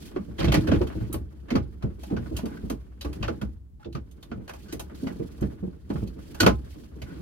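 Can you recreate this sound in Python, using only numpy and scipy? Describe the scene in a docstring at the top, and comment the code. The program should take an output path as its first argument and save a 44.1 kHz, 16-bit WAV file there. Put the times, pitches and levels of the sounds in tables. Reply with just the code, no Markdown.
"""Inside a parked car, a phone near the dashboard hears the centre console through dense, short cabin echoes.
In the first second, gloved hands rock the gear shifter assembly hard: each contact thumps the console,
booms in the cabin and rings the plastic and steel housing. Sparser knocks follow as it is worked loose,
with scraping parts, brushing sleeves and short squeaks from the linkage. At about 6.4 s it clacks free
and the steel lever rings briefly; a light bump and a last drag follow at 7 s."""
import sys
import numpy as np
from scipy import signal
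from scipy.fft import rfft, irfft
from scipy.io import wavfile

SR = 44100
rng = np.random.default_rng(int(sys.argv[2]) if len(sys.argv) > 2 else 0)


def persist_wave(psi):
    """Save psi, clipped to +-1, as 16-bit WAV."""
    counts = np.round(np.clip(psi, -1, 1) * 32767).astype(np.int16)
    wavfile.write(sys.argv[1], SR, np.atleast_2d(counts).T)


N = 317961
TAIL = 2 ** 15  # samples given to one event
CABIN_HZ, CABIN_WIDTH_HZ = 66, 9.7  # the cabin's lowest air mode

# blows on the console: t/s, level/dB, panel f/Hz, relative cabin boom/dB, panel t60/s
KNOCKS = [(0.164, -29, 366, -24, 0.066), (0.285, -42.5, 147, 4, 0.07), (0.392, -31.5, 318, 8, 0.25),
          (0.432, -29.5, 338.5, 5.5, 0.34), (0.475, -23.5, 150, 1, 0.32), (0.539, -25.5, 304, -6, 0.12),
          (0.567, -29, 318, 9.5, 0.47), (0.681, -25.5, 313.4, 4, 0.14), (0.719, -22.5, 276, 5, 0.046),
          (0.743, -36, 416, -2.5, 0.063), (0.809, -26, 360, -1.5, 0.14), (0.953, -37, 314.5, 10, 0.63),
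          (1.009, -33.5, 115.7, 6, 0.36), (1.141, -33, 321.3, 5, 0.12), (1.516, -29, 232.4, -3, 0.16),
          (1.551, -23.5, 262.5, 3.5, 0.13), (1.84, -27, 122.7, -2.5, 0.1), (2.112, -32, 298.5, -17, 0.049),
          (2.128, -26, 188, -12, 0.12), (2.171, -36, 235, 7, 0.28), (2.314, -34, 317, 0.5, 0.11),
          (2.435, -29, 224, -12, 0.16), (2.634, -34, 56.4, -3, 0.75), (2.704, -31.5, 268.4, -3, 0.15),
          (3.049, -34.5, 295.3, 6.5, 0.21), (3.204, -37.5, 116, 7.5, 0.17), (3.287, -33, 488, -6.5, 0.081),
          (3.419, -34.5, 210.7, 6, 0.23), (3.857, -39.5, 340, -2, 0.26), (3.95, -32.5, 137, -5, 0.14),
          (4.32, -37, 228, -1, 0.017), (4.371, -38, 125, -8, 0.18), (4.73, -37.5, 314, -2.5, 0.052),
          (5.031, -29.5, 265.4, -26, 0.26), (5.061, -35.5, 231, -13, 0.14), (5.198, -33.5, 128, -10, 0.083),
          (5.199, -35.5, 371, -38, 0.11), (5.204, -34, 463, -44, 0.13), (5.419, -25.5, 133.4, -4.5, 0.15),
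          (5.628, -30, 185.3, -10.5, 0.23), (5.904, -29, 272, -12, 0.065), (5.953, -31, 146.4, -2, 0.089),
          (6.02, -31.5, 110.4, 1.5, 0.11), (6.405, -28.5, 330, 2.5, 0.19), (6.428, -25, 250, 6, 0.16),
          (6.464, -19.5, 386, -9.5, 0.086), (6.468, -25.5, 135, -4, 0.057), (7.017, -46, 133, 11.5, 0.15)]
# hard contacts of the housing: t/s, level/dB, touched part f/Hz, hardness (relative tick level)/dB
CLICKS = [(0.161, -56.5, 1180, -35), (0.384, -50.5, 1900, -19), (0.403, -42.5, 3100, -22),
          (0.443, -39.5, 2150, -17), (0.482, -42.5, 3600, -56), (0.52, -33, 2150, -12.5),
          (0.541, -32, 1930, -11), (.548, -39, 2370, -23), (0.672, -45.5, 1600, -11.5),
          (0.715, -44, 1620, -30), (0.738, -50, 2500, -29), (0.814, -50, 950, -17), (0.871, -54, 3170, -8),
          (1.127, -54, 1310, 11.5), (1.141, -49.5, 1106, -8), (1.504, -43.5, 2140, -19),
          (1.554, -41.5, 1270, -16.5), (1.824, -56.5, 1310, -13), (2.033, -55, 850, -5.5),
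          (2.165, -52.5, 1510, -20), (2.366, -44, 2990, -1.5), (2.388, -51, 970, -10),
          (2.456, -54, 920, -4.5), (2.699, -47, 1090, -3), (3.011, -44, 3930, -9.5),
          (3.046, -52, 1130, -10.5), (3.129, -55, 2600, -5.5), (3.227, -39.5, 2800, -23),
          (3.241, -49.5, 1760, -20), (3.279, -46.5, 1350, -18), (3.414, -51.5, 1384, -10.5),
          (3.846, -58, 3550, -34), (3.927, -59.5, 4030, -9), (3.95, -52, 1250, -16),
          (4.112, -69.5, 3500, 1.5), (4.227, -55.5, 3630, -6.5), (4.315, -58, 1370, -30.5),
          (4.478, -55, 1650, -9), (4.493, -50.5, 1600, -9), (4.535, -57.5, 935, -5),
          (4.725, -48.5, 2010, 0), (4.795, -48.5, 960, 1), (5.069, -51, 1945, -32), (5.409, -65, 1430, 4),
          (5.425, -57, 1800, -29), (5.901, -56.5, 940, -33), (5.957, -60.5, 1360, -33),
          (6.074, -59.5, 4360, -5.5), (6.346, -55, 1570, -3.5), (6.404, -28.5, 4230, -7),
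          (6.415, -35, 3100, -20), (6.429, -37, 1370, -16), (6.463, -27.5, 1310, -14),
          (6.705, -66, 3080, -19), (7.018, -50, 2180, -10)]
# how busily the hands work, as the rubbing between contacts: t/s, level/dB
EFFORT = [(0.0, -57.5), (0.34, -59.5), (0.58, -48), (1.06, -54.5), (1.26, -66), (1.95, -65), (2.24, -55.5),
          (2.6, -54.5), (2.82, -65), (2.99, -69.5), (3.1, -54.5), (3.35, -58.5), (3.56, -69.5),
          (3.66, -84.5), (4.05, -70.5), (4.52, -63.5), (5.19, -56), (5.79, -66), (6.37, -57.5), (6.92, -63),
          (7.21, -54.5)]
# resonances of the shifter housing: f/Hz, width/Hz, boost/dB
HOUSING = [(586, 40, 16.5), (666, 112, 17.5), (831.3, 12, 17), (970, 21, 0), (1134, 240, 3.5),
           (1460, 54, 5), (2200, 11, -4.5), (2940, 1600, 2), (4350, 1500, -9)]
# resonances of the console panels: f/Hz, width/Hz, boost/dB
CONSOLE = [(178, 92, 4), (215, 150, 2.5), (313, 56, 3.5), (439, 23, 3.5)]
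# upper modes of the thin plastic shell: f/Hz, level/dB, t60/s
SHELL = [(1840, -5.5, 0.047), (2550, 6, 0.069), (3120, 9, 0.049), (4425, 5.5, 0.059)]


def undb(db):
    """Decibels to gain."""
    return 10 ** (np.asarray(db) / 20)


def unit(x):
    """Scale to rms 1."""
    return x / np.sqrt(np.mean(x ** 2))


def band(x, lo_hz, hi_hz, order=3):
    """Causal band-pass."""
    return signal.sosfilt(signal.butter(order, [lo_hz, hi_hz], "band", fs=SR, output="sos"), x)


def add(out, start_s, x):
    """Mix a sound in at its start time."""
    i = max(int(start_s * SR), 0)
    out[:, i:i + x.shape[1]] += x[:, :N - i]


def resonate(x, modes):
    """Pass a sound through a body: its modes ring on top of what goes straight through."""
    hz = np.arange(x.shape[-1] // 2 + 1) * SR / x.shape[-1]
    response = 1 + sum(undb(db) / (1 + 2j * (hz - mode_hz) / width) for mode_hz, width, db in modes)
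    return irfft(rfft(x) * response, x.shape[-1])


def fade(t60, rise_s):
    """Envelope that swells smoothly from rest and dies away."""
    t = np.arange(TAIL) / SR
    return (1 - np.exp(-t / rise_s)) ** 2 * np.exp(-np.log(1000) * t / t60)


def ring(hz, t60, rise_s):
    """One decaying mode (mid, side), a little stronger at the right microphone."""
    phase = rng.uniform(0, 2 * np.pi) + np.array([[0], [.6 * np.pi]])
    return np.sin(2 * np.pi * hz * np.arange(TAIL) / SR + phase) * fade(t60, rise_s)


def echoes(envelope, uneven_db=4):
    """One impact as a train of unequal cabin reflections (mid, side)."""
    return rng.standard_normal((2, TAIL)) * undb(uneven_db * rng.standard_normal(TAIL)) * envelope


def struck(x, db):
    """Set the rms level of a blow over its first 35 ms."""
    head = x[:, :int(.035 * SR)]
    return x * undb(db) / np.sqrt(np.mean(head ** 2))


def drain(energy, t60):
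    """Stored energy: each input adds to it and dies away exponentially."""
    return signal.lfilter([1], [1, -np.exp(-2 * np.log(1000) / (t60 * SR))], energy)


def aftermath(t60, spread_s=.003):
    """Gain of the motion left by the knocks: their energy spreads through the car and drains away."""
    energy = np.zeros(N)
    for start_s, db, *_ in KNOCKS:
        energy[int(start_s * SR)] += undb(db) ** 2
    gain = np.sqrt(drain(energy + 1e-18, t60))
    follow = 1 / (spread_s * SR)
    return signal.lfilter([follow ** 2], np.poly([1 - follow, 1 - follow]), gain)


def effort():
    """Gain of the hands' rubbing at every sample."""
    times, levels_db = np.transpose(EFFORT)
    return undb(np.interp(np.arange(N) / SR, times, levels_db))


def strokes(table, attack_s, t60):
    """Gain of sliding movements: each builds up, holds for its length and dies away."""
    t, gain = np.arange(TAIL)[None] / SR, np.zeros((1, N))
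    for start_s, length_s, db in table:
        release_db = 60 * np.maximum(t - length_s, 0) / t60
        add(gain, start_s, undb(db - release_db) * np.minimum(t / attack_s, 1))
    return gain


def hiss(level_db=-80):
    """Faint steady hiss of the phone's two microphones."""
    return undb(level_db) * rng.standard_normal((2, N))


def cabin(rest_db=-45, sway_db=-15.5):
    """Room tone: the closed cabin hums at its lowest air mode, swelling as the blows sway the car."""
    air = resonate(rng.standard_normal((2, N)), [(CABIN_HZ, CABIN_WIDTH_HZ, 18)])
    sway = undb(sway_db) * aftermath(t60=0.96)
    return unit(band(air, 32, 163, order=2)) * np.hypot(undb(rest_db), sway)


def crinkles(per_s=140, lowest_hz=1400, highest_hz=4800, uneven_db=3):
    """Small snags: each catches another spot of the plastic and rings briefly at its own pitch."""
    out, envelope = np.zeros((2, N)), fade(t60=0.068, rise_s=.0005)[:TAIL // 8]
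    for when, spot, size in rng.random((per_s * N // SR, 3)):
        b, a = signal.iirpeak(lowest_hz * (highest_hz / lowest_hz) ** spot, Q=6, fs=SR)
        snag = signal.lfilter(b, a, rng.standard_normal((2, len(envelope))) * envelope)
        snag_db = uneven_db * min(-np.log(1 - size), 3)
        add(out, when * N / SR, unit(snag) * undb(snag_db))
    return unit(out)


def sleeves(rest_db=-7, flutter_db=2.4, crinkle_db=-4, shell_width_hz=220):
    """Fabric swishes over the shell as the arms move, and the gloves crinkle on the plastic."""
    # a sleeve brushes past: t/s, length/s, level/dB
    brushes = [(0, 0.094, -53), (1.99, 0.086, -59), (4.55, 0.22, -61.5), (4.945, 0.14, -57),
               (5.1, 0.42, -66), (5.89, 0.15, -58.5), (6.18, 0.38, -60.5), (6.642, 0.21, -61.5)]
    flutter = unit(band(rng.standard_normal(N), 4, 25, order=2))
    body = HOUSING + [(hz, shell_width_hz, db - 6.5) for hz, db, _ in SHELL]
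    fabric = resonate(rng.standard_normal((2, N)), body)
    swish = band(fabric, 3200, 12000, order=1) * undb(flutter_db * flutter)
    rustle = unit(unit(swish) + undb(crinkle_db) * crinkles())
    return rustle * np.hypot(effort() * undb(rest_db), strokes(brushes, attack_s=0.0043, t60=0.16))


def friction(t60, even_power, slips_per_s):
    """Tiny slips of unequal size, each smeared by the cabin, over an even rubbing hiss."""
    slips = (rng.random(N) < slips_per_s / SR) * rng.exponential(size=N) ** 2
    power = drain(slips, t60)
    return rng.standard_normal((2, N)) * np.sqrt(power / power.mean() + even_power)


def handling(rumble_db=15, settle_db=-2, slide_db=-7, crunch_db=-4):
    """The assembly shuffles in its seat; parts scrape in the hollow console and crunch on the shell."""
    # the housing dragged across the console edge: t/s, length/s, level/dB
    drags = [(.379, 0.076, -35.5), (.543, 0.013, -36), (.665, 0.068, -37.5), (.93, 0.2, -63.5),
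             (1.48, 0.069, -48), (7.06, 0.11, -59.5)]
    panels = resonate(friction(t60=0.19, even_power=0.065, slips_per_s=300), CONSOLE)
    hollow = resonate(friction(t60=0.14, even_power=0.13, slips_per_s=140), HOUSING + [(1320, 940, 6.4)])
    # the assembly settles after each knock, and the parts slide on after each click
    settling = undb(settle_db) * aftermath(t60=0.28)
    slide_s = 0.0074
    scuffs = [(start_s, slide_s, db + slide_db) for start_s, db, *_ in CLICKS]
    dragging = strokes(drags, attack_s=0.014, t60=0.26)
    sliding = strokes(scuffs, attack_s=slide_s, t60=.1) + dragging
    rumble = unit(band(panels, 110, 409, order=2)) * np.hypot(effort() * undb(rumble_db), settling)
    scrape = unit(band(hollow, 440, 2000, order=2)) * np.hypot(effort(), sliding)
    crunch = crinkles() * dragging * undb(crunch_db)
    return rumble + scrape + crunch


def squeaks(waver_depth=.06, roughness=.5, edge_s=0.0039, echo_db=-6):
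    """The linkage sticks and slips in its bush: short, rough, wavering tones, smeared by the cabin."""
    # slips, loudest as the linkage tears free: t/s, length/s, f/Hz, level/dB, overtone boost/dB
    slips = [(2.099, .03, 783, -42.5, -23), (2.52, 0.023, 1520, -52, -18), (2.568, 0.014, 1530, -47, -12),
             (3.795, 0.031, 837, -56, -24), (3.825, 0.015, 1370, -54, -12), (4.681, 0.051, 1528, -53.5, 4),
             (6.4, 0.014, 1479, -17.5, 3.5), (7.06, 0.083, 1477, -54.5, -26)]
    # a squeak's harmonics, lowest first: level/dB
    harmonics_db = [5.5, -6, -4, -7.5, -13]
    out, t = np.zeros((2, N)), np.arange(TAIL) / SR
    mid_side_phase = np.array([[0], [np.pi / 2]])
    for start_s, length_s, hz, db, overtones_db in slips:
        waver = unit(band(rng.standard_normal(TAIL), 24, 450, order=1))
        phase = 2 * np.pi * np.cumsum(hz * (1 + waver_depth * waver)) / SR
        tone = sum(undb(harmonic_db + overtones_db * (k > 1)) * np.sin(k * phase + mid_side_phase)
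                   for k, harmonic_db in enumerate(harmonics_db, 1))
        grip = 1 + roughness * unit(band(rng.standard_normal(TAIL), 20, 450, order=1))
        gate = np.clip(np.minimum(t, length_s - t) / edge_s, 0, 1)
        direct = tone * grip * gate
        smear = signal.fftconvolve(direct, echoes(fade(0.12, 0.0019)), axes=1)[:, :TAIL]
        squeak = unit(unit(direct) + undb(echo_db) * unit(smear))
        add(out, start_s, undb(db) * squeak * np.sqrt(length_s * SR / TAIL))
    return out


def lever(freed_s=6.465, level_db=-31):
    """No longer damped by its seat, the steel lever rings on as it comes free."""
    # modes of the lever: f/Hz, level/dB, t60/s
    modes = [(860, -10, .19), (1030, 3, 0.18)]
    out = np.zeros((2, N))
    steel = sum(undb(db) * ring(hz, t60, rise_s=.001) for hz, db, t60 in modes)
    add(out, freed_s, struck(steel, level_db))
    return out


def chime(modes, level_db, detune=.03, uneven_db=3):
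    """A small part rings; at every contact the grip detunes its modes and favours different ones."""
    grip = rng.standard_normal((len(modes), 2))
    ringing = sum(undb(db + uneven_db * favour) * ring(hz * (1 + detune * shift), t60, rise_s=0.00087)
                  for (hz, db, t60), (shift, favour) in zip(modes, grip))
    return struck(ringing, level_db)


def clicks(hollow_hz=1452, part_q=10):
    """Plastic and steel meet: a hollow clack, a click and a bright tick; part, shell and catches ring."""
    # modes of the small catches, which ring louder on hard contacts: f/Hz, level/dB, t60/s
    catches = [(3940, 6.5, 0.07), (6360, 8.5, 0.088), (9640, -6, 0.04), (10900, -16.5, 0.031)]
    out = np.zeros((2, N))
    for start_s, db, hz, hardness_db in CLICKS:
        # the clack fades for parts that ring above the housing's pitch, and for harder contacts
        clack_db = 7.5 - 11.5 * max(np.log2(hz / hollow_hz), 0) - 0.28 * hardness_db
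        tick_low_hz = 4100 + 320 * max(hardness_db, 0)  # the hardest contacts push the tick upwards
        part = [(hz, hz / part_q, 6)]
        impact = resonate(resonate(echoes(fade(0.12, 0.0014)), HOUSING), part)
        # the upholstery swallows most of the treble at once and leaves a faint tail
        treble = resonate(echoes(fade(0.086, 0.001) + undb(-10) * fade(0.16, 0.001)), part)
        clack = struck(band(impact, 340, 1960), clack_db)
        click = struck(band(impact, 2470, 6280), db=-2)
        tick = struck(band(treble, tick_low_hz, 13700), hardness_db + 2)
        part_ring = struck(ring(hz, t60=0.069, rise_s=0.00026), db=-9)
        shell_ring = chime(SHELL, level_db=-4)
        catch_ring = chime(catches, level_db=-4 + min(hardness_db, 3))
        contact = clack + click + tick + part_ring + shell_ring + catch_ring
        add(out, start_s - .001, undb(db) * contact)
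    return out


def knocks(glancing_below_db=-8):
    """The assembly bumps the console: the struck panel rings, its neighbours shake, the cabin booms."""
    out = np.zeros((2, N))
    for start_s, db, hz, boom_db, t60 in KNOCKS:
        rap_db = -3.5 + 5.5 * np.log2(hz / 250)  # small, high panels rap more sharply than large ones
        # a glancing blow that hardly stirs the cabin rings little but its own panel
        shake_db = .45 * min(boom_db - glancing_below_db, 0)
        shake = resonate(echoes(fade(0.17, 0.0011)), CONSOLE)
        air = resonate(echoes(fade(0.47, 0.001)), [(CABIN_HZ, CABIN_WIDTH_HZ, 3)])
        panel = struck(ring(hz, t60, rise_s=0.0012), db=0)
        body = struck(band(shake, 184, 236.6, order=2), shake_db - 4)
        rap = struck(band(shake, 294, 631), rap_db + shake_db)
        boom = struck(band(air, 54, 137.5), boom_db - 4)
        add(out, start_s - .002, undb(db) * (panel + body + rap + boom))
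    return out


def glass_reflections(x, corner_hz=1800):
    """Windscreen and side glass mirror the treble to the phone and comb it; the bass bends around them."""
    # first reflections off the panes: delay/s, level/dB
    panes = [(.0023, -44), (.0041, -26.5), (.0067, -20)]
    hz = np.arange(N // 2 + 1) * SR / N
    treble = hz ** 2 / (hz ** 2 + corner_hz ** 2)
    reflections = sum(undb(db) * np.exp(-2j * np.pi * hz * delay_s) for delay_s, db in panes)
    return irfft(rfft(x) * (1 + treble * reflections), N)


def stereo_field(mid_side, tilt_right_db=0.5):
    """Mid and side to left and right; some bands sound wide, others narrow."""
    # stereo width at the phone: f/Hz, side minus mid/dB
    width = [(60, -13), (120, -3), (310, -9), (480, 4.5), (750, 7.5), (950, 0.5), (2300, -1), (7800, 4),
             (12100, -9), (15000, -6.5)]
    points_hz, width_db = np.transpose(width)
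    mid, side = rfft(mid_side)
    hz = np.arange(len(mid)) * SR / N
    ratio = undb(np.interp(np.log(hz + 1), np.log(points_hz), width_db))
    mid, side = irfft(np.array([mid, side * ratio]) / np.sqrt(1 + ratio ** 2), N)
    return np.array([(mid + side) * undb(-tilt_right_db), (mid - side) * undb(tilt_right_db)])


def scene():
    """The work at the console over the cabin's hum, heard from the dashboard."""
    work = knocks() + clicks() + lever() + squeaks() + handling() + sleeves()
    return stereo_field(glass_reflections(work) + cabin())


def record(dry):
    """The phone adds its own hiss, clips at full scale and cuts the top above 15.9 kHz."""
    top_cut = signal.ellip(8, .2, 70, 15900, fs=SR, output="sos")
    return signal.sosfilt(top_cut, np.clip(dry + hiss(), -1, 1))


dry = scene()
out = record(dry)
persist_wave(out)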